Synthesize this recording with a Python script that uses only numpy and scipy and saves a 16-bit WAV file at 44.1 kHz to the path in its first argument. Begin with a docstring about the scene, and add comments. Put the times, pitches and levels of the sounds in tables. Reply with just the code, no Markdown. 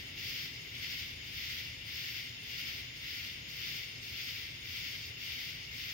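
"""Katydids rasp in step on a summer night at the edge of a wood, swelling almost twice a second.
A close leader cuts in ahead of the swells; all of them are random tooth strikes gated into syllables.
Tree crickets trill steadily behind as narrow, fluttering noise bands, and three small singers chirp
on the left as pulsed falling tones. A distant town adds filtered-noise rumble and wavering sine hum
under a hiss of air, and one faint dry tick, a very short tone burst, sounds near the end."""
import sys
import numpy as np
from scipy import signal
from scipy.fft import rfft, irfft, next_fast_len
from scipy.io import wavfile
from scipy.ndimage import map_coordinates

SR = 44100
rng = np.random.default_rng(int(sys.argv[2]) if len(sys.argv) > 2 else 0)


def waveform_to_disk(signal):
    """Save audio, clipped to [-1, 1], as 16-bit WAV at the path in sys.argv[1]."""
    frames = np.transpose(np.atleast_2d(signal))
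    scaled = np.clip(frames, -1, 1) * 32767
    samples = np.round(scaled).astype(np.int16)
    wavfile.write(sys.argv[1], SR, samples)


N = 261513


def amp(db):
    """Decibels to gain."""
    return 10 ** (np.asarray(db) / 20)


def unit(x):
    """Scale to rms 1."""
    return x / np.sqrt(np.mean(x ** 2) + 1e-20)


def clock():
    """The time of every sample in seconds."""
    return np.arange(N) / SR


def noise():
    """Two unrelated channels of white noise."""
    return rng.standard_normal((2, N))


def along(points, hz):
    """Read (frequency, value) points on a log frequency axis."""
    f, v = np.transpose(points)
    return np.interp(np.log(hz + 1), np.log(f + 1), v)


def wobble(rate):
    """A smooth random curve with rate knots a second."""
    knots = rng.standard_normal(int(N * rate / SR) + 4)
    return map_coordinates(knots, [np.arange(N) * rate / SR])


def filtered(x, response):
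    """Shape x by a response of frequency."""
    m = next_fast_len(N + 8192)  # spare room, so that the end does not wrap straight onto the start
    spectrum = rfft(x, m) * response(np.fft.rfftfreq(m, 1 / SR))
    return irfft(spectrum, m)[..., :N]


def coloured(x, spectrum):
    """Give x a spectrum, cut an octave below its first point, at rms 1."""
    lowest_hz = spectrum[0][0] / 2
    return unit(filtered(x, lambda hz: amp(along(spectrum, hz)) * (hz > lowest_hz)))


def pan(left_db):
    """Gains of the two channels for a source that is left_db louder on the left."""
    return amp([[left_db / 2], [-left_db / 2]])


def stereo(pair, alike, lag_ms):
    """Turn two unrelated signals into a left-right pair of given likeness; the right hears it later."""
    def turn(hz):
        return np.arccos(np.clip(along(alike, hz), -1, 1)) / 2

    mid, side = filtered(pair, lambda hz: np.array([np.cos(turn(hz)), np.sin(turn(hz))]))
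    right = filtered(mid - side, lambda hz: np.exp(-2j * np.pi * hz * lag_ms / 1000))
    return np.array([mid + side, right])


def gains(rows):
    """Turn each dB column of a timed curve into one gain per sample."""
    s, *levels = np.transpose(rows)
    return [amp(np.interp(clock(), s, db)) for db in levels]


# Hiss of the night air: (frequency [Hz], relative level [dB])
AIR_SPECTRUM = [(500, -13), (1000, -5), (3000, 4), (6000, -5), (7500, -18.5), (10000, -14.5),
                (15500, -11.5)]


def night_air():
    """A steady, faint hiss of air: shaped noise, unrelated in the two channels."""
    return amp(-58.5) * coloured(noise(), AIR_SPECTRUM)


# Machines in the town: (frequency [Hz], level before wavering and panning [dB])
MACHINE_TONES = [(62, -75), (79.5, -67), (116.5, -62), (238.5, -79.5)]


def town_hum():
    """Machine tones: sines that waver slowly in level and phase."""
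    hum = np.zeros(N)
    for hz, db in MACHINE_TONES:
        phase = 2 * np.pi * hz * clock() + 1.92 * wobble(4)
        hum += amp(db + 1.7 * wobble(3.78)) * np.sin(phase)
    return hum


# Level of the town: (time [s], deep rumble before trim [dB], traffic before trim [dB])
TOWN_LEVELS = [(0.0, -56.5, -55), (0.25, -60.5, -56), (1.5, -55.5, -58), (2.38, -62.5, -58),
               (2.75, -60, -56), (3.0, -57.5, -59), (3.6, -63, -57), (4.5, -59, -58.5),
               (5.93, -58.5, -57.5)]
# Spectrum of the deep rumble: (frequency [Hz], relative level [dB])
DEEP_SPECTRUM = [(18, -22), (28, -31), (42, -7), (62, -1), (85, 2.5), (105, -2.5), (150, -16), (300, -64)]
# Spectrum of the traffic: (frequency [Hz], relative level [dB])
TRAFFIC_SPECTRUM = [(50, -14.5), (90, -5), (120, -0.5), (155, -2), (190, -11.5), (250, -8), (320, -12.5),
                    (400, -13), (600, -19), (1100, -22.5), (2500, -37), (6000, -66)]
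# How alike the rumble is left and right: (frequency [Hz], likeness [-1 to 1])
RUMBLE_LIKENESS = [(60, 0.98), (150, 0.98), (300, 1), (600, 0.51), (1400, 0.87)]


def town_rumble():
    """Far traffic: two low noise bands that rise and sink, reaching the left side first."""
    deep_gain, traffic_gain = gains(TOWN_LEVELS)
    deep = coloured(stereo(noise(), RUMBLE_LIKENESS, lag_ms=0.41), DEEP_SPECTRUM)
    traffic = coloured(stereo(noise(), RUMBLE_LIKENESS, lag_ms=0.41), TRAFFIC_SPECTRUM)
    return amp(-0.5) * deep_gain * deep + amp(0.87) * traffic_gain * traffic


def town():
    """Rumble and hum of the distant town, together a little louder on the right."""
    return (town_rumble() + town_hum()) * pan(left_db=-1.4)


# A lone tick in the leaves: (time [s], level before its envelope and panning [dB], frequency [Hz])
LEAF_TICK = (5.3205, -32, 3000)


def tick():
    """One dry tick on the left: a tone in a bell-shaped envelope only a couple of cycles long."""
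    s, db, hz = LEAF_TICK
    cycles = hz * (clock() - s)
    return amp(db) * np.exp(-cycles ** 2) * np.sin(2 * np.pi * cycles) * pan(left_db=10)


# Steady trills of distant crickets: (centre [Hz], width to each side [Hz], relative level [dB])
TRILL_BANDS = [(2166, 230, -3), (2770, 100, 1.7), (3032, 27, 0), (3564, 153, -4.5), (5140, 290, -9),
               (6570, 290, -13.5)]


def tree_crickets():
    """Many distant trills merge into narrow noise bands, each fluttering a little in level."""
    out = np.zeros((2, N))
    for centre_hz, width_hz, db in TRILL_BANDS:
        band = filtered(noise(), lambda hz: 1 / (1 + ((hz - centre_hz) / width_hz) ** 2) ** 1.24)
        out += amp(db + 2.1 * wobble(45) + 0.4 * wobble(3.17)) * band
    return amp(-51.0) * unit(out) * pan(left_db=3.5)


def singer(times, pitch_hz, fall_hz, pulse_rate, duty, echo_db, count):
    """Each chirp is count wing strokes; the tone falls through each stroke as the wing slows."""
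    t = np.arange(int(count / pulse_rate * SR)) / SR
    pulse = (t * pulse_rate).astype(int)
    out = np.zeros(N + 2 * SR)  # a second to spare at both ends
    # the wing rests, silent, for the part of each pulse beyond duty
    stroke = np.minimum(t * pulse_rate % 1 / np.clip(duty, .1, 1), 1)
    chirp_shape = np.abs(np.sin(np.pi * t / t[-1])) ** .5
    swell = np.sin(np.pi * stroke) * chirp_shape
    for s in times:
        stroke_hz = pitch_hz * (1 + 0.0038 * rng.standard_normal(count))
        hz = stroke_hz[pulse] - fall_hz * (stroke - .5)
        size = amp(1.8 * rng.standard_normal(count))[pulse]
        start = int((s - t[-1] / 2) * SR) + SR
        out[start:][:len(t)] += size * swell * np.sin(2 * np.pi * np.cumsum(hz) / SR)
    direct = out[SR:SR + N]
    # the grass and the bushes answer with a short scattered tail, down 60 dB in 0.13 s
    tail = rng.standard_normal((2, SR // 4)) * amp(-60 * np.arange(SR // 4) / SR / 0.13)
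    tail /= np.linalg.norm(tail[0])
    return direct + amp(echo_db) * signal.fftconvolve(direct[None], tail, axes=1)[:, :N]


def rippler():
    """A slow-stroked cricket near 7 kHz, whose five strokes are heard as a ripple."""
    times = np.arange(0.06, N / SR, 0.283)
    song = singer(times, pitch_hz=6930, fall_hz=200, pulse_rate=36, duty=.85, echo_db=-2, count=5)
    return amp(-66) * song * pan(left_db=12)


def buzzer():
    """A faint buzz four times a second: ten rapid wing strokes whose level drifts."""
    times = np.arange(.02, N / SR, 1 / 4)
    song = singer(times, pitch_hz=8430, fall_hz=700, pulse_rate=85, duty=.8, echo_db=-2, count=10)
    return amp(-71.5 + wobble(4)) * song * pan(left_db=11)


def beats(pace):
    """Times of calls that follow a curve of calls a second."""
    done = np.cumsum(np.interp(clock(), *np.transpose(pace))) / SR
    return np.interp(np.arange(.5, done[-1]), done, clock())


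# Pace of the highest singer: (time [s], rate [chirps/s])
CHIRPER_PACE = [(0, 5.72), (2.2, 5.48), (2.7, 5.19), (3.8, 5.66), (4.25, 5.24), (4.7, 6.59), (5.2, 5.5),
                (5.93, 5.74)]


def chirper():
    """A quick high singer near 9 kHz: seven steeply falling strokes a chirp, at a varying pace."""
    song = singer(beats(CHIRPER_PACE), pitch_hz=8950, fall_hz=950, pulse_rate=105, duty=.9,
                  echo_db=-3, count=7)
    return amp(-67.2 + wobble(5)) * song * pan(left_db=13)


def loudness(calls, rise_db_per_s, fall_db_per_s):
    """Summed power over time of calls (start, length, dB) that rise, hold and die away."""
    t, power = clock(), 0
    for s, length, db in calls:
        rise = rise_db_per_s * np.maximum(s - t, 0)
        fall = fall_db_per_s * np.maximum(t - s - length, 0)
        power = power + amp(db - rise - fall) ** 2
    return power


# Swells of the chorus: (loudest syllable [s], crest before it [s], crest after it [s], strength [dB])
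CHORUS_SWELLS = [(0.005, .2, .01, -6), (0.377, 0.12, 0.04, 1), (0.922, 0.083, 0.076, 1),
                 (1.519, 0.13, 0.079, 1), (2.092, 0.13, 0.11, 0), (2.599, 0.05, 0.13, .4),
                 (3.183, 0.093, 0.08, -.4), (3.687, .058, 0.11, .5), (4.288, 0.11, 0.13, -0.9),
                 (4.859, 0.13, .055, -.2), (5.406, 0.14, 0.09, -0.5), (5.912, 0.11, .084, -1)]
# One close katydid, abrupt, ahead of each swell after the first:
# (start [s], length [s], strength [dB])
LEADER_CALLS = [(0.18, 0.28, 1.5), (0.62, 0.49, -5), (1.24, 0.31, -4.0), (1.87, 0.3, 0.5), (2.44, 0.37, -2),
                (2.96, 0.33, -4.5), (3.49, 0.28, 1.5), (4.03, 0.33, 1.4), (4.65, 0.44, -1),
                (5.2, 0.25, -0.2), (5.73, 0.3, -0.5)]
# Lone syllables between the swells: (start [s], length [s], strength [dB])
STRAY_SYLLABLES = [(0.54, .04, -2), (3.95, .03, -2.5), (5.02, .06, -3), (5.63, 0.026, 0)]
SYLLABLE_RATE = 11.8  # throb of the swells [syllables/s]
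IN_STEP_S = 0.15  # how far either side of the loudest syllable the singers stay in step [s]


def effort(swell_db, rise_db_per_s, fall_db_per_s, syllable_db, leader_db, stray_db, steady_db):
    """Gain of one chorus part: the powers of swells, leader, lone syllables and non-stop singers add."""
    since = clock() - np.array(CHORUS_SWELLS)[:, :1]
    in_step = np.exp(-(since / IN_STEP_S) ** 2)
    throb = np.sum(np.cos(2 * np.pi * SYLLABLE_RATE * since) * in_step, axis=0)
    crests = [(s - before, before + after, db) for s, before, after, db in CHORUS_SWELLS]
    swells = amp(swell_db + syllable_db * throb) ** 2 * loudness(crests, rise_db_per_s, fall_db_per_s)
    leader = amp(leader_db) ** 2 * loudness(LEADER_CALLS, rise_db_per_s=800, fall_db_per_s=450)
    strays = amp(stray_db) ** 2 * loudness(STRAY_SYLLABLES, rise_db_per_s=700, fall_db_per_s=500)
    return np.sqrt(swells + leader + strays + amp(steady_db) ** 2)


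def rasps(syllable_rate, tooth_rate, echo_db, count):
    """Katydids scrape in syllables, each a run of tooth strikes; the trees smear a part into a wash."""
    t, out = clock(), np.zeros((2, N))
    for _ in range(count):
        stroke = syllable_rate * t + rng.random() + 0.26 * wobble(1.98)
        pressure = np.sin(np.pi * stroke) ** 2
        teeth = np.cumsum(tooth_rate * np.exp(.25 * wobble(60))) / SR
        strikes = np.diff(np.floor(teeth), prepend=0) * pressure
        # leaves scatter each strike differently on its way to the two sides
        out += strikes * noise()
    return unit(out) + amp(echo_db) * noise()


# Wing colour of the far crowd: (frequency [Hz], relative level [dB])
FAR_WING_COLOUR = [(900, -37.5), (1350, -16.5), (1700, -11.5), (2130, 0), (2500, -4), (2800, -2),
                   (3150, -2.5), (3600, -3), (4100, -12.5), (5200, -15), (8000, -63)]


def far_katydids():
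    """The far crowd is dull and blurred: four rasping voices under a strong wash."""
    gain = effort(swell_db=-44.0, rise_db_per_s=78, fall_db_per_s=59, syllable_db=1.0,
                  leader_db=-53, stray_db=-62, steady_db=-53)
    crowd = rasps(syllable_rate=11.5, tooth_rate=800, echo_db=4.5, count=4)
    # left-right likeness: (frequency [Hz], likeness [-1 to 1])
    crowd = stereo(crowd, [(1500, -0.43), (2300, 0.38), (2900, 0.41), (3600, -0.34)], lag_ms=0)
    return gain * coloured(crowd, FAR_WING_COLOUR) * pan(left_db=4.0)


# Wing colour of the near group: (frequency [Hz], relative level [dB])
NEAR_WING_COLOUR = [(2800, -24.5), (3900, -6.5), (4550, 1), (5150, 1), (5600, -4.5), (6200, -9.5),
                    (6900, -16.5), (7500, -23), (8100, -24.5), (10000, -32)]
# Top sizzle of the near group: (frequency [Hz], relative level [dB])
SIZZLE_COLOUR = [(8500, -40), (10000, -36), (11000, -12.5), (12000, -5), (13500, -2.5), (14500, 0.5),
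                 (15600, 1.5)]
# Balance of the near group: (frequency [Hz], left minus right [dB])
NEAR_BALANCE = [(3900, 2), (4900, -.5), (6000, 3.5), (7400, 8.5), (9800, 0), (13000, .5), (14500, 4.5)]


def near_katydids():
    """The near group adds grain and top sizzle: the same rasps in two bands, each with its own swell."""
    body_gain = effort(swell_db=-48.0, rise_db_per_s=120, fall_db_per_s=53, syllable_db=1.5,
                       leader_db=-52, stray_db=-52.5, steady_db=-71)
    sizzle_gain = effort(swell_db=-50.0, rise_db_per_s=103, fall_db_per_s=90, syllable_db=1.0,
                         leader_db=-54.2, stray_db=-74, steady_db=-80)
    group = rasps(syllable_rate=11.3, tooth_rate=1300, echo_db=7.0, count=3)
    # left-right likeness: (frequency [Hz], likeness [-1 to 1])
    group = stereo(group, [(4000, 0.0), (5000, 0.44), (6000, 0)], lag_ms=0)
    # each near singer sits in its own place, so the balance changes with pitch
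    group = filtered(group, lambda hz: amp(np.outer([.5, -.5], along(NEAR_BALANCE, hz))))
    return body_gain * coloured(group, NEAR_WING_COLOUR) + sizzle_gain * coloured(group, SIZZLE_COLOUR)


def scene():
    """All the night's voices together, from the background to the katydids."""
    background = night_air() + town() + tick() + tree_crickets()
    grass_singers = rippler() + buzzer() + chirper()
    return background + grass_singers + far_katydids() + near_katydids()


def record(dry):
    """Keep nothing above the band limit of 15.8 kHz."""
    return filtered(dry, lambda hz: hz < 15800)


dry = scene()
out = record(dry)
waveform_to_disk(out)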